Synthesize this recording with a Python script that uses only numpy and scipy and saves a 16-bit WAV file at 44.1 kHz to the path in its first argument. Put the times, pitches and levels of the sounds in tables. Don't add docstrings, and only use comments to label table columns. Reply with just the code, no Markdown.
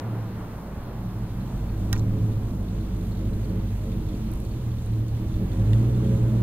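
import sys
import numpy as np
from scipy import signal
from scipy.fft import rfft, irfft
from scipy.io import wavfile
from scipy.ndimage import uniform_filter1d

SR = 44100
rng = np.random.default_rng(int(sys.argv[2]) if len(sys.argv) > 2 else 0)


def gain_from_db(level_db):
    decades = np.asarray(level_db, float) / 20
    return 10 ** decades


def master_out(mix):
    frames = np.transpose(np.atleast_2d(mix))
    ceiling = np.clip(frames, -1, 1)
    pcm = np.round(ceiling * 32767).astype(np.int16)
    wavfile.write(sys.argv[1], SR, pcm)


N = 283122
TIME = np.arange(N) / SR
FREQ = np.maximum(np.arange(N // 2 + 1) * SR / N, 1)

# time in seconds, pulse rate in Hz.
PULSE_RATE = [(0.0, 57.22), (0.4, 53.33), (0.8, 50.3), (1.4, 48.8), (1.6, 49.68), (1.9, 53.35),
              (2.2, 54.37), (2.4, 52.77), (2.6, 50.35), (3.0, 49.09), (3.6, 50.17), (4.2, 46.12),
              (4.8, 37.11), (5.1, 37.2), (5.4, 44.66), (5.8, 58.46), (6.0, 61.4), (6.42, 56.39)]
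# time in seconds, distance in metres.
DISTANCE_M = [
    (0.0, 7.8),
    (0.7, 7.5),
    (1.7, 3.34),
    (2.0, 3.12),
    (3.4, 2.43),
    (4.4, 2.64),
    (5.0, 3.4),
    (5.5, 2),
    (5.75, 1.3),
    (6.42, 1.8),
]


def curve(table):
    seconds, *columns = np.transpose(table)
    return [np.interp(TIME, seconds, column) for column in columns]


def over_hz(table):
    hz, value = np.array(table).T
    return np.interp(np.log(FREQ), np.log(hz), value)


def unit(x):
    return x / np.sqrt(np.mean(x ** 2))


def walk(rate, size=N):
    hold = int(SR / rate)
    steps = np.repeat(rng.standard_normal(size // hold + 1), hold)
    return 1.71 * uniform_filter1d(uniform_filter1d(steps, hold), hold)[:size]


def ring(x, hz, width):
    b, a = signal.iirpeak(min(hz, 0.45 * SR), hz / width, SR)
    return signal.lfilter(b, a, x)


def pipe(x, modes):
    out = 0
    for k, (hz, width, db) in enumerate(modes):
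        wide = 1.43 * width
        out = out + (-1) ** k * gain_from_db(db) * ring(ring(x, hz, wide), hz, wide)
    return unit(out)


def airy(spectrum, swell_db, flicker_db):
    lowest_hz, highest_hz = spectrum[0][0], spectrum[-1][0]
    noise = rfft(rng.standard_normal((2, N))) * gain_from_db(over_hz(spectrum))
    noise[:, (FREQ < lowest_hz) | (FREQ > highest_hz)] = 0
    swell = swell_db * walk(1.55)
    first, last = np.log2([lowest_hz, highest_hz]).astype(int)
    out = 0
    for octave in range(first, last + 2):
        part = np.cos(np.pi / 2 * np.clip(np.log2(FREQ) - octave, -1, 1)) ** 2
        out = out + gain_from_db(swell + flicker_db * walk(14)) * irfft(noise * part, N)
    return unit(out)


def echoed(x, lag_s):
    return np.array([x, np.pad(x, (int(lag_s * SR), 0))[:N]])


def town():
    # frequency in Hz, level in dB.
    rumble = [(15, -4), (28, -19), (45, -12.5), (80, -10), (140, -15), (300, -25.5)]
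    return gain_from_db(-34.5) * airy(rumble, swell_db=2.4, flicker_db=-2.0)


def recorder_hiss():
    # frequency in Hz, level in dB.
    hiss_colour = [(4000, 2), (5500, 0), (7000, -9), (8600, -9.5), (9600, -4.5), (12000, -1), (13500, 1),
                   (15300, 2), (15780, -5)]
    hiss = gain_from_db(-60) * airy(hiss_colour, swell_db=0.2, flicker_db=0.5)
    return hiss + gain_from_db(-76) * np.sin(2 * np.pi * 14700 * TIME)


def tyres():
    # frequency in Hz, level in dB.
    road_colour = [(110, -8), (200, -11.5), (300, -17), (570, -21), (1000, -24), (1600, -32), (2500, -42),
                   (4500, -52.5)]
    recedes_s, rolls_from_s, rise_s = 0.62, 5.04, 0.61
    far = gain_from_db(-36.5) / np.hypot(1, TIME / recedes_s) ** 0.53
    near = gain_from_db(-41.5) * np.clip((TIME - rolls_from_s) / rise_s, 0, 1)
    road = airy(road_colour, swell_db=0.3, flicker_db=0.9)
    return far * road, near * road[:, ::-1]


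def flecks():
    per_second, hz, width_hz = 41, 3820, 1100
    chance, size = rng.random(N), rng.exponential(size=N)
    hits = (chance < per_second / SR) * gain_from_db(-49 + 2.5 * np.minimum(size, 3))
    grains = uniform_filter1d(hits, size=260) * 260 * rng.standard_normal(N)
    return ring(ring(grains, hz, width_hz), hz, width_hz) / curve(DISTANCE_M)[0]


def grit():
    # start in seconds, peak in dB, ring in Hz, time to fall 60 dB in seconds, brightness in dB.
    snaps = [
        (1.9286, -15, 4800, 0.0067, -2),
        (1.929, -26, 1900, 0.018, -20),
        (1.93, -20, 5270, 0.013, 7),
        (1.936, -36, 5800, .014, -10),
        (1.9425, -38, 3500, .015, -14),
        (1.9625, -33, 1600, .03, -12),
        (1.9705, -47, 1700, 0.018, -14),
        (1.9775, -35, 6000, .02, -6),
        (1.9855, -40, 5600, .015, -10),
        (1.9944, -32, 6200, .016, -6),
    ]
    # start in seconds, peak in dB, ring in Hz.
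    fine_grit = [(4.2914, -50, 10530), (4.316, -34, 12500), (4.3354, -40, 11000), (4.3375, -39, 11000),
                 (4.357, -42, 11000), (4.3735, -41, 11500), (4.388, -45, 11000), (4.418, -43, 11000),
                 (4.433, -45, 12000), (4.468, -45, 10600), (4.402, -37.5, 10000), (4.4503, -41, 9500),
                 (4.862, -41, 8200), (5.0824, -38.5, 7640), (5.2849, -42, 7337)]
    # frequency in Hz, level in dB, time to fall 60 dB in seconds.
    panel_modes = [(790, -5, .04), (1014, -9.5, 0.13), (1220, -8, 0.085), (1406, -5, 0.082),
                   (1620, -2, 0.05), (1860, -1.5, 0.07), (2230, -2, .025), (2640, -4, 0.039),
                   (3900, 8, 0.013), (4660, -5, .012), (5300, 7.5, 0.012), (5750, -7, .012),
                   (6200, 7, 0.018)]
    out, t = np.zeros(N + 4096), np.arange(4096) / SR
    fine_fall_s, fine_bright_db = 0.008, -3
    stones = list(snaps) + [(*row, fine_fall_s, fine_bright_db) for row in fine_grit]
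    for s, peak_db, hz, t60, bright_db in stones:
        crack = rng.standard_normal(4096) * gain_from_db(-60 * t / max(t60, 0.002))
        width = hz * (1.3 if peak_db > -20 else 0.75)
        pitch = unit(ring(ring(crack, hz, width), hz, width))
        grain = pitch + gain_from_db(bright_db) * unit(ring(crack, 12000, 8000))
        out[int(s * SR):][:4096] += gain_from_db(peak_db) * grain / np.abs(grain).max()
    panel = sum(gain_from_db(db - 60 * t / t60) * np.sin(2 * np.pi * hz * t) for hz, db, t60 in panel_modes)
    panel = panel * np.minimum(t / 0.00057, 1)
    scatter = ring(ring(rng.standard_normal(4096), 6100, 2200), 6100, 2200)
    scatter = scatter * gain_from_db(-60 * t / 0.64) * (t < 0.072)
    out[int(snaps[0][0] * SR):][:4096] += gain_from_db(-30.0) * panel + gain_from_db(-39.5) * scatter
    return out[:N]


def pebble():
    # start in seconds, peak in dB.
    strikes = [
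        (5.7325, -29),
    ]
    # frequency in Hz, level in dB, time to fall 60 dB in seconds.
    arch_modes = [(1920, -1, 0.024), (1600, -16, .012), (2350, -18, .012), (2840, 1, 0.019),
                  (3230, -3, .012), (3540, 0, 0.017), (4980, -4, .012), (7300, -6, .01), (9200, -8, .01),
                  (11000, -12, .01)]
    out, t = np.zeros(N), np.arange(2048) / SR
    arch = sum(gain_from_db(db - 60 * t / t60) * np.sin(2 * np.pi * hz * t) for hz, db, t60 in arch_modes)
    arch = arch * np.minimum(t / 0.00015, 1)
    for s, peak_db in strikes:
        out[int(s * SR):][:2048] += gain_from_db(peak_db) * arch / np.abs(arch).max()
    return out


def tappets():
    # start in seconds, peak in dB, ring in Hz.
    ticks = [(1.401, -51, 3150), (1.4065, -50, 4110), (1.455, -57, 4150), (1.665, -52, 2350),
             (1.692, -48, 2540), (1.77, -52, 3150), (1.954, -39.5, 2350), (1.9944, -44, 4100),
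             (2.1821, -55, 3772), (2.3228, -60, 4448), (2.4151, -57, 3560), (2.484, -60, 3978),
             (2.6805, -50, 3752), (2.8082, -53, 4120), (2.9354, -56, 3440), (3.0063, -58, 3650),
             (3.118, -46, 4250), (3.1689, -48, 3840), (3.3305, -48, 4000), (3.3859, -55, 3414),
             (3.4418, -49, 4420), (3.4917, -51, 4390), (3.553, -57, 3780), (3.5969, -54, 4365),
             (3.6837, -62, 3678), (3.7586, -55, 3550), (3.8104, -52, 4220), (3.8713, -56, 3560),
             (3.9252, -50, 3624), (3.9686, -55, 3617), (4.0898, -49, 3530), (4.1447, -50, 4470),
             (4.2065, -57, 3636), (4.2679, -52, 4178), (4.3253, -49, 3820), (4.45, -53, 4438),
             (4.5099, -49, 4445), (4.6411, -57, 3730), (4.7129, -49, 3420), (4.7822, -47.5, 3600),
             (4.865, -49, 3936), (4.9339, -51, 3960), (5.0022, -54, 3530), (5.0816, -50, 3540),
             (5.1444, -59, 3620), (5.2138, -58, 3490), (5.2891, -52, 3550), (5.341, -48, 3510),
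             (5.4173, -57, 3660), (5.4622, -52, 3560), (5.5171, -47, 3560), (5.6562, -51, 4028),
             (5.7325, -44, 3480), (5.8039, -52, 4464), (5.8573, -53, 3560), (5.8937, -50, 3560),
             (5.9446, -48, 3520), (6.0693, -49, 3571), (6.2933, -51, 3631), (6.3621, -49, 3809)]
    # frequency in Hz, level in dB.
    cover_modes = [(3620, -8), (3900, -23), (4180, -11), (4440, -4.5)]
    trim_db, rise_s, fall_s = -5.5, 0.0012, 0.047
    out, t = np.zeros(N + 2048), np.arange(2048) / SR
    shape = (1 - np.exp(-t / rise_s)) * gain_from_db(-60 * t / fall_s)
    shape = shape / shape.max()
    cover = sum(gain_from_db(db) * np.sin(2 * np.pi * hz * t) for hz, db in cover_modes)
    for s, peak_db, hz in ticks:
        tone = np.sin(2 * np.pi * hz * t) + cover
        out[int(s * SR):][:2048] += gain_from_db(peak_db + trim_db) * shape * tone
    return out[:N]


def singing():
    # start in seconds, length in seconds, frequency in Hz, peak in dB.
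    tones = [(0.0, 0.49, 304.7, -51), (.85, 0.45, 318, -49), (1.6, 0.38, 322.2, -46),
             (1.85, 0.59, 426.3, -46), (2.0, 0.32, 535, -54), (2.4, .22, 355, -49), (2.65, .55, 318, -46),
             (3.3, .5, 324, -46), (3.95, .3, 310, -46), (5.12, 0.4, 326, -44), (5.6, .5, 356, -47),
             (5.7, .7, 263, -45), (4.22, 0.34, 60, -35), (.9, .75, 111, -33), (1.2, .45, 124, -34),
             (0.0, .5, 185, -41), (.7, .95, 185, -41), (1.0, .6, 215, -46), (2.6, .6, 112, -35),
             (3.4, .25, 424, -48), (3.45, .25, 540, -52), (3.75, 0.3, 441, -49), (3.718, 0.2, 623, -52),
             (4.72, 0.17, 264, -46), (4.28, 0.16, 318, -45), (4.9, 0.19, 312, -43), (4.1, .3, 217, -43),
             (4.6, .17, 213, -42), (5.3, .45, 535, -51), (5.3, 0.35, 422, -47), (5.7, 1.1, 541, -46),
             (5.65, 0.65, 304, -39), (5.65, 1.0, 320, -39), (5.5, 1.0, 212, -37), (5.9, .7, 225, -38),
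             (5.75, .75, 424, -44), (.72, .3, 120, -38), (2.7, .5, 183, -41), (5.62, .3, 180, -38),
             (6.0, 0.51, 616, -55), (3.3, .7, 228, -43), (4.5, .25, 322, -50)]
    trim_db, wobble_db, drift_share = -0.16, 2, 0.003
    out = np.zeros(N + 2 * SR)
    for s, length, hz, peak_db in tones:
        drift, wobble = walk(11.7, size=2 * SR), walk(15.74, size=2 * SR)
        n = int(np.clip(length, 0.05, 1.9) * SR)
        turns = np.cumsum(hz * (1 + drift_share * drift[:n])) / SR
        swell = np.sin(np.pi * np.arange(n) / n) * gain_from_db(peak_db + trim_db + wobble_db * wobble[:n])
        out[int(max(s, 0) * SR):][:n] += np.sqrt(2) * swell * np.sin(2 * np.pi * turns)
    return out[:N]


def pulses(scatter_db, jitter_ms, lumps, order):
    # strength in dB, extra path in milliseconds.
    cycle = [
        (3, 1.5),
        (-.5, -1.1),
        (-3.2, 0),
        (-.5, 2.6),
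        (3, 0),
        (-.5, .4),
        (-3.2, 1.5),
        (-.5, 1.1),
    ]
    hz = curve(PULSE_RATE)[0]
    turns = np.cumsum(hz) / SR
    k = np.arange(int(turns[-1]))
    chance = rng.standard_normal((len(k), 2))
    lope = lumps * np.minimum(49 / np.interp(k, turns, hz), 1) ** 1.77
    strength_db, path_ms = np.array(cycle)[(k + order) % 8].T
    delay_ms = lope * path_ms + jitter_ms * chance[:, 0]
    at = np.interp(k + 0.2986, turns, TIME) + delay_ms / 1000
    out = np.zeros(N)
    out[np.clip(at * SR, 0, N - 1).astype(int)] = gain_from_db(lope * strength_db + scatter_db * chance[:, 1])
    return out


def silencer(x, echo=0.63):
    chambers_ms = [5.3, 8.9, 14.1, 23.7]
    spectrum = rfft(x)
    for ms in chambers_ms:
        turn = np.exp(-2j * np.pi * FREQ * ms / 1000)
        spectrum = spectrum * (turn - echo) / (1 - echo * turn)
    return irfft(spectrum, N)


def running_gear(puff):
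    # frequency in Hz, level in dB.
    gear_colour = [(400, 2.5), (700, -12), (1000, -16), (1800, -15), (3500, -15), (4580, -20),
                   (4800, -24.5), (6500, -19.5), (9000, -24.5), (15000, -30)]
    return gain_from_db(-47.5) * airy(gear_colour, swell_db=0.2, flicker_db=1) * unit(1 + 0.4 * puff)


def drive():
    # frequency in Hz, width in Hz, level in dB.
    boom_modes = [(19.7, 7.7, 27.5), (48.8, 8.5, 20.5), (57, 22, 17.5), (80.5, 27, 7.5)]
    hum_modes = [(99, 18.8, -1.5), (111.54, 17, 5), (120.6, 14.3, -2.5)]
    rasp_modes = [(144.8, 8.1, -2), (185, 9.7, 4), (221.6, 22.8, -2.5), (261.1, 8.2, -8)]
    buzz_modes = [(312, 27.8, 0.5), (336.1, 10.7, -4), (360, 20.6, -4), (423.6, 12.5, -5.5),
                  (443.2, 29, -9), (537.6, 14.6, -7.5), (614.6, 19, -13.5)]
    # time in seconds, load in dB, back pressure in the pipe in dB,
    # throttle opening in dB.
    effort = [(0.0, 8, -4, -11), (0.3, 3.5, 2, -0.5), (0.7, -11.5, 5, 0.5), (1.27, -2.5, 3, -1),
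              (1.7, -3, 4.5, -0.5), (1.95, 4, 4, 3), (2.25, 3, -3, 1.5), (2.57, -2, 2, -0.5),
              (3.33, 0, 0.5, -0.5), (4.15, 0.5, 0.5, -1.5), (4.45, 1, 2, -2), (4.68, 7.5, -2, -3.5),
              (4.79, -2.5, -1.5, -2.5), (4.95, 7.5, -2, -1.5), (5.15, 3.5, -1, -2.5), (5.4, 3.5, 4, 1.5),
              (5.7, 2, 1.5, -1.5), (6.08, 5, 6.5, -2), (6.42, 1, -1, -0.5)]
    load_db, back_db, open_db = curve(effort)
    metres = curve(DISTANCE_M)[0]
    faster_hz = curve(PULSE_RATE)[0] - 50
    beats = pulses(scatter_db=2.5, jitter_ms=0.47, lumps=0.95, order=0)
    body = pulses(scatter_db=1.48, jitter_ms=0.48, lumps=0.58, order=2)
    body = body - body.mean()
    puff = signal.lfilter([1], [1, -np.exp(-1 / (0.0051 * SR))], beats)
    turbulence = rng.standard_normal(N)
    flow = beats - beats.mean() + 0.008 * puff * turbulence
    tail = silencer(flow)
    boom_db = -24.5 + back_db - 0.73 * faster_hz - 0.056 * load_db - 0.5 * (metres - 3)
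    hum_db = -21 + load_db
    rasp_db = -26 + open_db + 0.02 * faster_hz
    buzz_db = -33.5 + 0.5 * open_db + 0.25 * load_db + 0.02 * faster_hz
    drone = gain_from_db(boom_db) * pipe(body, boom_modes) + gain_from_db(hum_db) * pipe(body, hum_modes)
    exhaust = gain_from_db(rasp_db) * pipe(tail, rasp_modes) + gain_from_db(buzz_db) * pipe(tail, buzz_modes)
    tones = echoed((drone + exhaust) / metres + singing(), 0.065)
    return tones + running_gear(puff) / metres ** 0.5


def ports(x, tilt, shared, lag):
    share = np.clip(over_hz(shared), 0, 1)
    direct, scattered = rfft(x)
    both = direct * np.sqrt((1 + share) / 2)
    apart = scattered * np.sqrt((1 - share) / 2)
    later = np.exp(-2j * np.pi * FREQ * lag / SR)
    left = (both + apart) * gain_from_db(over_hz(tilt) / 2) * later
    right = (both - apart) * gain_from_db(-over_hz(tilt) / 2)
    return irfft(np.array([left, right]), N)


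def scene():
    # frequency in Hz, left minus right in dB.
    near_tilt = [(60, -1), (300, -1.4), (1700, -1.9), (2800, -2.9), (4800, -1.4), (7000, -1.9),
                 (10500, 0.2), (12200, -.5), (13100, -4.6), (14200, -4.6), (15300, -1.8)]
    far_tilt = [(100, -.6), (700, 0.012), (1500, -0.65), (4000, .2)]
    # frequency in Hz, share that both hear from 0 to 1.
    near_shared = [(60, 1), (150, 1), (300, 0.96), (700, 0.73), (1700, 0.2), (2800, 0.29), (3800, 0.37),
                   (4800, 0.6), (6500, 0.72), (8000, 1), (10500, 0.08), (15000, .1)]
    stone_shared = [(300, .97), (700, .87), (1700, 0.7), (2800, 0.2), (3800, .35), (4800, 0.3),
                    (6500, 0.53), (8000, 0.6), (10500, .3), (15000, 0.1)]
    far_shared = [(100, .998), (300, 1), (800, 0.82), (1600, 0.52), (3000, 0.56)]
    # time in seconds, left minus right in dB.
    swing_table = [
        (0.0, 1),
        (1.3, 1.6),
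        (2.6, 0.5),
        (5.0, -1.4),
        (6.42, -1.3),
    ]
    near_lag, far_lag = 4, 1
    rush, roll = tyres()
    small_sounds = echoed(tappets() + flecks(), 0.00041)
    near = drive() + roll + town() + recorder_hiss() + small_sounds
    steady = ports(near, near_tilt, near_shared, near_lag)
    swing = gain_from_db(curve(swing_table)[0] * np.array([[0.5], [-0.5]])) - 1
    stones = np.array([[1], [-0.59]]) * (grit() + pebble())
    stones = ports(stones, near_tilt, stone_shared, near_lag)
    far = ports(rush, far_tilt, far_shared, far_lag)
    return steady + swing * ring(steady, 4500, 7600) + far + stones


def top_cut(x):
    return signal.sosfilt(signal.butter(12, 15800, fs=SR, output="sos"), x)


def record(dry):
    top = signal.ellip(8, 0.2, 70, 15790, fs=SR, output="sos")
    mix = signal.sosfilt(top, dry)
    return top_cut(mix)


dry = scene()
out = record(dry)
master_out(out)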